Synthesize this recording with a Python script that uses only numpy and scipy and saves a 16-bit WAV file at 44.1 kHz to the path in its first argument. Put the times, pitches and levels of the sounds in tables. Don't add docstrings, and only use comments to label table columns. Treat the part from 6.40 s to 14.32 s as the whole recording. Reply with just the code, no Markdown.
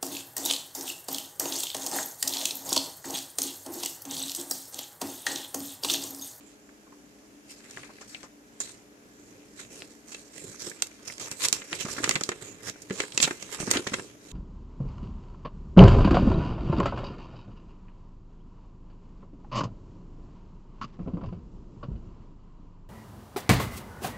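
import sys
import numpy as np
from scipy import signal
from scipy.fft import rfft, irfft
from scipy.io import wavfile
from scipy.ndimage import uniform_filter1d

SR = 44100
rng = np.random.default_rng(int(sys.argv[2]) if len(sys.argv) > 2 else 0)


def to_wav(s):
    ch = np.atleast_2d(s).T
    pcm = np.round(np.clip(ch, -1, 1) * 32767)
    wavfile.write(sys.argv[1], SR, pcm.astype(np.int16))


N = 349272


def amp(db):
    return 10 ** (np.asarray(db) / 20)


def unit(x):
    return x / np.sqrt(np.mean(x ** 2) + 1e-20)


def read(points, hz):
    f, value = np.transpose(points)
    return np.interp(np.log(hz + 1), np.log(f + 1), value)


def track(points, t):
    return np.interp(t, *np.transpose(points))


def bins(size):
    return np.fft.rfftfreq(size, 1 / SR)


def resonance(hz, centre_hz, half_width_hz):
    return 1 / (1 + ((hz - centre_hz) / half_width_hz) ** 2)


def noise(gain, size):
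    return unit(irfft(rfft(rng.standard_normal(size)) * gain, size))


def add(mix, s, sound):
    part = mix[max(round(s * SR), 0):][:len(sound)]
    part += sound[:len(part)]


def causal(gain):
    log_gain = np.log(np.maximum(gain / gain.max(), 1e-4))
    circle = np.concatenate([log_gain, log_gain[-2:0:-1]])
    return gain.max() * np.fft.ifft(np.exp(np.conj(signal.hilbert(circle)))).real


def pair(a, b, likeness):
    same = np.clip(read(likeness, bins(len(a))), 0, 1)
    left = same * rfft(a) + np.sqrt(1 - same ** 2) * rfft(b)
    return np.array([irfft(left, len(a)), a])


# (frequency [Hz], relative density [dB])
FAN_AIR = [(20, -29), (50, -2.5), (85, -13), (115, -6), (160, -5.5), (250, 2), (350, -3.5), (600, -1.5),
           (1000, -11), (2200, -15), (3900, -20), (6000, -13.5), (7100, -11), (8500, -22), (10000, -20),
           (14500, -24.5), (16000, -67)]
# (centre [Hz], half width at half gain [Hz], level [dB])
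FAN_DRONES = [(222, 14, -69.5), (292, 25, -64), (320.4, 4, -68.5), (420, 17, -73.5)]
# (frequency [Hz], level [dB])
FAN_HUM = [(59.5, -77), (120, -79.5), (205.6, -71.5), (290.7, -62.5), (300, -72), (389.5, -72),
           (419.8, -68.5)]
# (frequency [Hz], likeness [0-1])
DIFFUSE_LIKENESS = [(60, 0.54), (300, 0.76), (600, 0.24), (1200, 0), (3000, 0), (15000, 0.06)]


def fan(air_db=-57.5):
    hz, t = bins(N), np.arange(N) / SR
    colour = amp(read(FAN_AIR, hz))
    air = pair(noise(colour, N), noise(colour, N), DIFFUSE_LIKENESS)
    drone = sum(amp(db) * noise(resonance(hz, f, width), N) for f, width, db in FAN_DRONES)
    hum = sum(amp(db) * np.sqrt(2) * np.sin(2 * np.pi * (f * t + rng.random())) for f, db in FAN_HUM)
    return amp(air_db) * air + drone + hum


def whine(centre_hz=1665, half_width_hz=3.9, level_db=-70.5):
    tone = amp(level_db) * noise(resonance(bins(N), centre_hz, half_width_hz), N)
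    return np.array([tone, -tone])


# (time [s], flap at the usual force [dB])
FLAP_LOUDNESS = [(0, -46.5), (3.2, -31.5), (4.3, -38.5), (5.05, -38.5), (5.45, -37.5), (6.3, -37),
                 (6.83, -35.5), (7.25, -33), (7.92, -38.5)]
USUAL_FORCE_DB = -40
FLAP_GROWTH = 0.82


def flap_level(s, force_db):
    return track(FLAP_LOUDNESS, s) + FLAP_GROWTH * (force_db - USUAL_FORCE_DB)


FLAP_BRIGHT_LOSS = 0.63


def rub_power(s, level_db, bright_db):
    flap_db = flap_level(s, level_db) - FLAP_BRIGHT_LOSS * bright_db
    return amp(np.vstack([flap_db, level_db, level_db + bright_db])) ** 2


# (time [s], level [dB])
GRIP = [(0, -70), (1.03, -68.5), (1.15, -61.5), (1.82, -61.5), (1.95, -80), (2.33, -60.5), (2.5, -75),
        (2.9, -62), (3.3, -68), (3.62, -65.5), (4.25, -53), (4.58, -58.5), (5.15, -55), (5.27, -51.5),
        (5.6, -43), (5.98, -56.5), (6.45, -57.5), (6.9, -49.5), (7.45, -50.5), (7.56, -44.5), (7.78, -64),
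        (7.92, -51)]
GRIP_BRIGHT_DB = 3
# (start [s], length [s], level [dB], fizz over crack [dB])
SLIDES = [(0, 0.11, -63, 6), (1.232, 0.2, -55.5, 1), (1.672, 0.036, -68, 19.5), (2.223, 0.061, -56.5, 11.5),
          (3.299, 0.13, -54.5, 7), (3.492, 0.018, -59.5, 8), (3.666, 0.15, -56, 6.5),
          (3.927, 0.22, -53.5, 8), (4.189, 0.09, -47, 9), (4.444, 0.019, -57, 4), (4.643, 0.092, -53, 7),
          (4.799, 0.063, -42.5, 3.5), (4.988, 0.064, -37.5, 3), (5.125, 0.038, -40.5, 4),
          (5.295, 0.049, -43, 0), (5.473, 0.051, -40.5, 5), (5.625, 0.11, -40, 3), (6, 0.086, -50, 3),
          (6.518, 0.073, -50, 7.5), (6.572, 0.045, -43, 3.5), (6.729, 0.027, -46.5, 2),
          (6.824, 0.071, -42.5, 1.5), (7.26, 0.037, -41.5, 1), (7.582, 0.015, -60, -1)]
SLIDE_ATTACK_S, SLIDE_RELEASE_S = 0.013, 0.038
# (peak time [s], level [dB], fizz over crack [dB], flap [dB], rise [s], fall [s])
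SWISHES = [(1.11, -48.5, 7.5, -51, 0.012, 0.019), (2.212, -50, 17, -48, 0.0057, 0.013),
           (2.294, -54, 8, -48, 0.011, 0.011), (3.199, -46.5, 5, -52.5, 0.019, 0.046),
           (4.682, -36, 7.5, -42, 0.006, 0.0041), (4.917, -40.5, 4.5, -44, 0.0081, 0.017),
           (5.055, -25, 10.5, -41, 0.023, 0.004), (5.353, -43.5, 12.5, -40, .005, 0.0069),
           (5.42, -33.5, 6, -35, 0.018, 0.011), (5.531, -39, 8, -41, 0.0054, .006),
           (5.584, -34, 3.5, -35, 0.007, 0.0069), (6.272, -38, 4.5, -43, 0.021, 0.013),
           (6.29, -33.5, 0, -40.5, 0.012, 0.0091), (6.827, -29, 11, -36, 0.0089, 0.0089),
           (7.149, -33, 3.5, -39, 0.022, 0.011), (7.205, -39.5, 4.5, -44, 0.018, 0.044),
           (7.337, -29.5, 0, -37, 0.0044, 0.033), (7.373, -31, -7, -31, 0.012, 0.024)]


def rubbing():
    t = np.arange(N) / SR
    power = rub_power(t, track(GRIP, t), GRIP_BRIGHT_DB)
    for s, length, level_db, bright_db in SLIDES:
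        near = slice(*np.searchsorted(t, [s, s + length + .2]))
        lag = t[near] - s
        attack = np.minimum(lag / SLIDE_ATTACK_S, 1)
        release = np.exp(-np.maximum(lag - length, 0) / SLIDE_RELEASE_S)
        power[:, near] += rub_power(s, level_db, bright_db) * (attack * release) ** 2
    for s, level_db, bright_db, flap_db, rise, fall in SWISHES:
        near = slice(*np.searchsorted(t, [s - .2, s + .2]))
        lag = t[near] - s
        swell = np.exp(np.minimum(lag / rise, -lag / fall))
        power[:, near] += (amp([[flap_db], [level_db], [level_db + bright_db]]) * swell) ** 2
    return np.sqrt(power)


def bending(x, patchy_db=3.0, frames=22, bands=5):
    z = signal.stft(x, nperseg=256)[2]
    patches = rng.standard_normal(z.shape)
    for _ in range(2):
        patches = uniform_filter1d(patches, frames, axis=1)
        patches = uniform_filter1d(patches, bands, axis=0)
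    return signal.istft(z * amp(patchy_db * unit(patches)), nperseg=256)[1][:N]


# (time [s], pitch = 1 / echo delay [Hz], share sent back [0-1])
GAP = [(0, 2290, 0), (1.3, 2180, 0.43), (2.2, 1830, 0.07), (3.7, 2280, 0.3), (3.99, 2110, 0.36),
       (4.08, 1840, 0.6), (4.18, 2050, 0.46), (4.26, 1730, 0.2), (4.6, 2210, 0.05), (5.05, 2570, 0.11),
       (5.58, 1680, 0), (6.3, 1970, 0.3), (6.83, 3030, 0.1), (7.35, 1760, 0), (7.92, 2200, 0)]


def hollow(x):
    t = np.arange(N) / SR
    s, pitch_hz, share = np.transpose(GAP)
    back = np.clip(np.interp(t, s, share), 0, 1)
    echo = np.interp(t - 1 / np.interp(t, s, pitch_hz), t, x)
    return (x + back * echo) / np.sqrt(1 + back ** 2)


FLAP_CRACK_EDGE_HZ, CRACK_FIZZ_EDGE_HZ = 700, 4500


def registers(colour, hz):
    above_flap = 1 / (1 + (FLAP_CRACK_EDGE_HZ / (hz + 1)) ** 10)
    above_crack = 1 / (1 + (CRACK_FIZZ_EDGE_HZ / (hz + 1)) ** 10)
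    shares = [1 - above_flap, above_flap * (1 - above_crack), above_crack]
    return amp(read(colour, hz)) * np.sqrt(shares)


# (frequency [Hz], relative density [dB])
SLIDE_COLOUR = [(40, -10.5), (110, 5.5), (280, -0.5), (420, 5.5), (720, -10.5), (1400, -5), (2300, -5.5),
                (3200, -7), (4500, -11.5), (6000, -6.5), (7400, -3), (9000, -13), (12500, -21),
                (14500, -33.5), (16000, -69)]


def friction(slips_per_s=2000, spread_db=3.0, smooth=0.71, judder_db=2.5, judder_hz=90, size=1024):
    judder = amp(judder_db * noise(1 / (1 + (bins(N) / judder_hz) ** 4), N))
    sizes = amp(spread_db * np.minimum(rng.exponential(1, N), 4.5))
    slips = (rng.random(N) < slips_per_s / SR) * sizes * rng.choice([-1, 1], N)
    drive = bending(judder * (unit(slips) + smooth * rng.standard_normal(N)))
    gains = registers(SLIDE_COLOUR, bins(size))
    flap, crack, fizz = (signal.oaconvolve(drive, causal(g))[:N] for g in gains)
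    return np.array([unit(flap), unit(hollow(crack)), unit(fizz)])


def crinkles(push, level_db=-9.5, spread_db=7.0, limit_db=-23.0, low_hz=1300, high_hz=4500,
             cycles=0.89, count=700, size=1024):
    out, t = np.zeros(N), np.arange(size) / SR
    force = np.minimum(push, amp(limit_db))
    for when, pitch, strength in rng.random((count, 3)):
        hz = low_hz * (high_hz / low_hz) ** pitch
        db = level_db + spread_db * min(-np.log(1 - strength), 4)
        ring = np.exp(-hz * t / cycles) * np.sin(2 * np.pi * hz * t)
        add(out, when * N / SR, force[int(when * N)] * amp(db) * ring)
    return out


def folds(hz, uneven_db=0.83, nearest_s=0.00033, farthest_s=0.00089, count=6):
    echoes_s = nearest_s + (farthest_s - nearest_s) * rng.random(count)
    ripple = rng.choice([-1, 1], count) @ np.cos(2 * np.pi * np.outer(echoes_s, hz))
    return amp(uneven_db * unit(ripple))


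def burst(gain, envelope, size=45):
    spray = noise(gain, len(envelope)) * envelope
    wanted = abs(uniform_filter1d(unit(gain) ** 2, size)) + 1e-4
    got = abs(uniform_filter1d(unit(abs(rfft(spray))) ** 2, size)) + 1e-4
    return signal.fftconvolve(spray, causal(np.sqrt(wanted / got)))[:len(envelope)]


# (time [s], crack [dB], brightness = fizz over crack [dB], facet pitch [Hz], base decay [s])
SNAPS = [(0.29, -54, -16, 1550, 0.0024), (0.467, -56, -32, 1100, 0.006), (0.5217, -52, -10, 1100, 0.0075),
         (1.205, -59.5, -1, 1800, .001), (1.309, -64.5, 20.5, 1900, 0.0019),
         (1.361, -57, -17, 2350, 0.0025), (1.3725, -41, -15, 1760, 0.00096),
         (1.38, -48.5, -2, 1200, 0.0044), (1.392, -51, 0, 1900, 0.005), (1.433, -46, -17, 1900, 0.0024),
         (1.445, -54, 2, 1480, 0.0068), (1.493, -55.5, -20, 900, 0.0017), (1.501, -51, -25, 1100, 0.0027),
         (1.5835, -54, -38, 2030, .0015), (1.611, -48.5, 4, 1370, 0.0092),
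         (1.7458, -45.5, -18, 3180, 0.0014), (1.7468, -41.5, -47, 2420, 0.0035),
         (1.8303, -51.5, 2.5, 1820, 0.0027), (1.838, -50, 0.5, 1090, 0.0091), (2.2027, -42, 4, 1660, 0.005),
         (2.342, -64, -18, 2420, .0015), (3.249, -56, -4, 2300, .001), (3.4209, -41.5, -11, 2600, 0.0002),
         (3.719, -45.5, 6.5, 2560, 0.007), (3.7458, -39, -4, 2580, 0.0022), (4.2736, -52, -6, 1770, 0.0022),
         (4.297, -53, 16, 3000, 0.0025), (4.315, -42, -39, 1850, 0.0015), (4.4217, -28.5, 9, 2970, 0.0014),
         (4.47, -52.5, 10, 3000, .001), (4.699, -39.5, -30, 1930, 0.0028),
         (4.7238, -48.5, 5, 3000, 0.00055), (4.7817, -45.5, 3.5, 2100, 0.0003),
         (4.797, -40, 6.5, 2310, 0.0095), (4.8162, -48.5, 5, 2600, .0005),
         (4.9137, -41.5, 9.5, 2350, 0.002), (5.085, -34.5, 12.5, 3980, 0.00093),
         (5.1267, -25.5, 9, 2860, 0.0015), (5.137, -42, 9, 2900, 0.0033), (5.162, -47, -12, 2110, .002),
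         (5.2186, -41, -12, 2140, 0.0025), (5.313, -55, 8, 2400, 0.0007), (5.3255, -41, -14, 1800, 0.0014),
         (5.329, -28, -11, 2200, 0.0012), (5.451, -37.5, 2, 1420, 0.0037), (5.463, -42, -6, 1300, 0.0026),
         (5.485, -38, -8, 1410, 0.0036), (5.496, -41, -11, 1700, 0.0036), (5.515, -48, 8, 2600, 0.00069),
         (5.565, -40, -12, 1880, 0.0024), (5.581, -31.5, -32, 1570, 0.0049),
         (5.634, -31, -25, 1600, 0.0038), (5.6408, -23, 0, 2050, 0.0022), (5.676, -36, -6, 1400, 0.0012),
         (5.6931, -23.5, 6, 1780, 0.00054), (5.7099, -24.5, -0.5, 2120, 0.0014),
         (5.755, -24, -5, 2380, 0.0018), (5.761, -26.5, -10, 1800, 0.0013), (5.8096, -33, 4, 1610, 0.0021),
         (5.8354, -30.5, 5.5, 4630, 0.0014), (5.8905, -28, 0.5, 1690, 0.0013),
         (5.917, -33, -9, 1730, 0.0032), (6.2974, -41, 6, 2600, 0.00095), (6.358, -53.5, -25, 1460, 0.0017),
         (6.4188, -61.5, 21, 1980, 0.0035), (6.499, -42.5, -4, 1800, 0.00094),
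         (6.5066, -33.5, -11, 1740, 0.0026), (6.5992, -40, -16, 1550, 0.00082),
         (6.6021, -25, -4, 2150, 0.0021), (6.636, -38.5, -10, 1690, 0.0024),
         (6.721, -41.5, -4, 3180, 0.0023), (6.776, -23.5, 4, 2630, 0.0013),
         (6.801, -24.5, -6, 2850, 0.0015), (6.8268, -19.5, 3.5, 3370, 0.003),
         (6.8371, -25.5, 5.5, 3200, 0.0026), (6.843, -24, -1, 3200, 0.0025),
         (6.849, -28.5, 1, 2780, 0.0028), (6.8734, -37, -8, 1510, 0.0025), (6.876, -30.5, -8, 1470, 0.0023),
         (6.9084, -30, -10, 1590, 0.0021), (7.025, -40.5, 5.5, 2300, 0.0019),
         (7.201, -38.5, 3.5, 1660, 0.0018), (7.216, -46, -5, 1900, 0.0023), (7.227, -42, -6, 1170, 0.002),
         (7.2744, -37, -17, 1350, 0.0022), (7.295, -43, -16, 1880, 0.0023), (7.305, -36, 8, 2560, 0.0026),
         (7.3123, -25.5, 10, 2110, 0.0015), (7.337, -39, -4, 1400, .002), (7.3581, -30.5, -6, 1640, 0.0035),
         (7.37, -26, -8, 3040, 0.002), (7.392, -47, 1, 2300, .002), (7.4675, -37, -7, 1410, 0.0013),
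         (7.471, -30, -2.5, 2150, 0.0018), (7.484, -42, -15, 2025, .002), (7.495, -47, -1, 2200, .001),
         (7.52, -43.5, -10, 1440, 0.0014), (7.535, -30.5, -7, 1690, 0.0025),
         (7.54, -26, -4.5, 1920, 0.0019), (7.584, -43, -10, 1540, 0.0028), (7.595, -37.5, -8, 1530, 0.0022)]
# (frequency [Hz], relative density [dB])
SNAP_COLOUR = [(40, -38), (90, -9), (170, 4), (420, 3), (750, -0.5), (1300, -4), (3000, -5), (4800, 1.5),
               (6000, 4), (7400, 9), (9000, -5), (11500, -13), (14500, -18.5), (16400, -63)]
CRACK_OCTAVES, WIDEN_DB = 0.93, 25
TOP_HZ, TOP_WIDTH_HZ = 8370, 400
TOP_EVEN_DB, TOP_LIMIT_DB, TOP_GROWTH = 7, 4.5, 1.6
FLAP_LOSS_DB_PER_OCTAVE, USUAL_FACET_HZ = 9.5, 2000
LEVEL_SPAN_S = .01


def snaps(flap_db=-10.5, flap_s=0.0092, flap_rise_s=0.0004, crack_ring=3.08, fizz_ring=2.6,
          rise_s=0.00008, ring_db=-2.5, ring_width=0.13, size=2048):
    out, t, hz = np.zeros(N), np.arange(size) / SR, bins(size)
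    flap, crack, fizz = registers(SNAP_COLOUR, hz)
    top = .5 + .5 * np.tanh((hz - TOP_HZ) / TOP_WIDTH_HZ)
    for s, level_db, bright_db, centre_hz, decay in SNAPS:
        octaves = CRACK_OCTAVES * 2 ** (bright_db / WIDEN_DB)
        facet = np.exp(-.5 * (np.log2((hz + 1) / centre_hz) / octaves) ** 2)
        ring = 1 + amp(ring_db) * resonance(hz / centre_hz, 1, ring_width)
        body = causal(ring * folds(hz))
        top_db = np.clip(TOP_GROWTH * (bright_db - TOP_EVEN_DB), -TOP_LIMIT_DB, TOP_LIMIT_DB)
        spit = amp(top * top_db)
        low_db = flap_level(s, level_db) + flap_db
        low_db -= FLAP_LOSS_DB_PER_OCTAVE * np.log2(centre_hz / USUAL_FACET_HZ)
        for gain, db, rise, fall in ((flap, low_db, flap_rise_s, flap_s),
                                     (crack * facet, level_db, rise_s, decay * crack_ring),
                                     (fizz * spit, level_db + bright_db, rise_s, decay * fizz_ring)):
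            envelope = (1 - np.exp(-t / rise)) / np.cosh(2 * t / fall)
            sound = signal.fftconvolve(burst(gain, envelope), body)[:size]
            add(out, s, amp(db) * sound * np.sqrt(LEVEL_SPAN_S * SR / np.sum(sound ** 2)))
    return out


def edge_zip(start_s=2.2025, level_db=-22, centre_hz=7050, half_width_hz=470, decay_s=0.012):
    lag = np.maximum(np.arange(N) / SR - start_s, 0)
    scrape = noise(resonance(bins(N), centre_hz, half_width_hz), N)
    return amp(level_db) * (lag > 0) * np.exp(-lag / decay_s) * scrape


# (time [s], peak level [dB], pitch [Hz],
# decay [s])
BILLOWS = [(4.2749, -32, 404, 0.0027), (4.915, -38, 168, 0.0024), (5.316, -37, 333, 0.0056),
           (5.449, -27.5, 204, 0.0029), (5.463, -29, 384, .003), (5.602, -28, 330, 0.0032),
           (5.676, -29, 423, 0.0049), (5.752, -32.5, 150, 0.013), (5.812, -30, 300, 0.0021),
           (5.8895, -20.5, 426, 0.0017), (6.505, -25, 193, 0.0081), (6.508, -22.5, 415, 0.0057),
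           (6.602, -29, 411, 0.014), (6.799, -29, 230, 0.0056), (6.84, -31, 162, 0.014),
           (7.202, -26, 180, 0.0032), (7.215, -34, 404, .003), (7.229, -29, 230, 0.0024),
           (7.235, -28, 194, 0.0026), (7.279, -27, 236, 0.0036), (7.312, -31, 465, 0.0027),
           (7.359, -23, 266, 0.0053), (7.394, -26.5, 355, 0.0028), (7.468, -34, 402, 0.0057),
           (7.519, -28.5, 210, 0.003), (7.542, -31, 219, 0.0031), (7.584, -33.5, 390, 0.0044)]


def billows(rise_s=0.0014, size=4096):
    out, t = np.zeros(N), np.arange(size) / SR
    for s, db, hz, decay in BILLOWS:
        swing = (1 - np.exp(-(t / rise_s) ** 2)) * np.exp(-t / decay) * np.sin(2 * np.pi * hz * t)
        add(out, s, amp(db) * swing / abs(swing).max())
    return out


def paper(push, flap_db=-6.0, crack_db=-2.5, fizz_db=0.0):
    return snaps() + edge_zip() + amp([flap_db, crack_db, fizz_db]) @ (push * friction())


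# (frequency [Hz], likeness [0-1])
SHEET_LIKENESS = [(60, 1), (300, 0.92), (700, 0.99), (2000, 0), (6000, 0), (15000, 0.2)]
# (frequency [Hz], gain [dB])
SHADE = [(60, -4), (350, -2.5), (1300, -1.5), (2400, -2.5), (4400, -5), (6400, -7.5), (7400, -17),
         (9300, -4), (11000, -15.5), (15000, -10.5)]
# (time [s], gain [dB])
LEFTWARD = [(0, -1.5), (1.9, 10.5), (2.2, 6.5), (3.4, 3), (4.3, 0.5), (5.1, 2), (5.7, -0.5), (6.8, 1.5),
            (7.3, 1.5), (7.6, 2.5), (7.92, 1.5)]


def ports(front, aside, shadow_hz=1500, lag_samples=5, size=1024):
    left, right = pair(front, aside, SHEET_LIKENESS)
    shade = causal(amp(read(SHADE, bins(size))))
    left = signal.oaconvolve(left, np.concatenate([np.zeros(lag_samples), shade]))[:N]
    treble = signal.sosfilt(signal.butter(1, shadow_hz, "high", fs=SR, output="sos"), left)
    extra = amp(track(LEFTWARD, np.arange(N) / SR)) - 1
    return np.array([left + extra * treble, right])


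# (frequency [Hz], t60 [s])
ROOM = [(200, 0.13), (530, 0.24), (1400, 0.083), (3700, 0.12), (9700, 0.11), (15000, 0.15)]


def room(x, wet_db=-13.0, build_s=0.00049, size=16384):
    hz, t, z = signal.stft(rng.standard_normal((2, size)), SR, nperseg=256)
    decay = amp(-60 * t / read(ROOM, hz)[:, None])
    tails = signal.istft(z * decay, SR, nperseg=256)[1][:, :size]
    tails *= 1 - np.exp(-(np.arange(size) / SR / build_s) ** 2)
    tails = pair(*tails / np.linalg.norm(tails, axis=1, keepdims=True), DIFFUSE_LIKENESS)
    return amp(wet_db) * signal.oaconvolve(x[None], tails, axes=1)[:, :N]


# (frequency [Hz], gain [dB])
DIFFUSE_SHADE = [(100, 1), (220, 3.5), (600, -2), (1400, 2.5), (2600, 4.5), (5500, -1), (7200, -7),
                 (9300, -2), (14000, -2.5)]


def diffuse_ports(x):
    left = irfft(rfft(x[0]) * amp(read(DIFFUSE_SHADE, bins(N))), N)
    return np.array([left, x[1]])


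def scene():
    push = rubbing()
    rings = billows() + crinkles(push[1])
    front = paper(push) + rings
    aside = paper(push) + rings
    diffuse = room(front) + room(aside) + fan()
    return ports(front, aside) + diffuse_ports(diffuse) + whine()


def record(dry, limit=.85, edge_hz=16400):
    limited = np.clip(dry, -limit, limit)
    lowpass = signal.firwin(255, edge_hz, window=("kaiser", 8), fs=SR)
    return signal.oaconvolve(limited, lowpass[None], "same")


dry = scene()
out = record(dry)
to_wav(out)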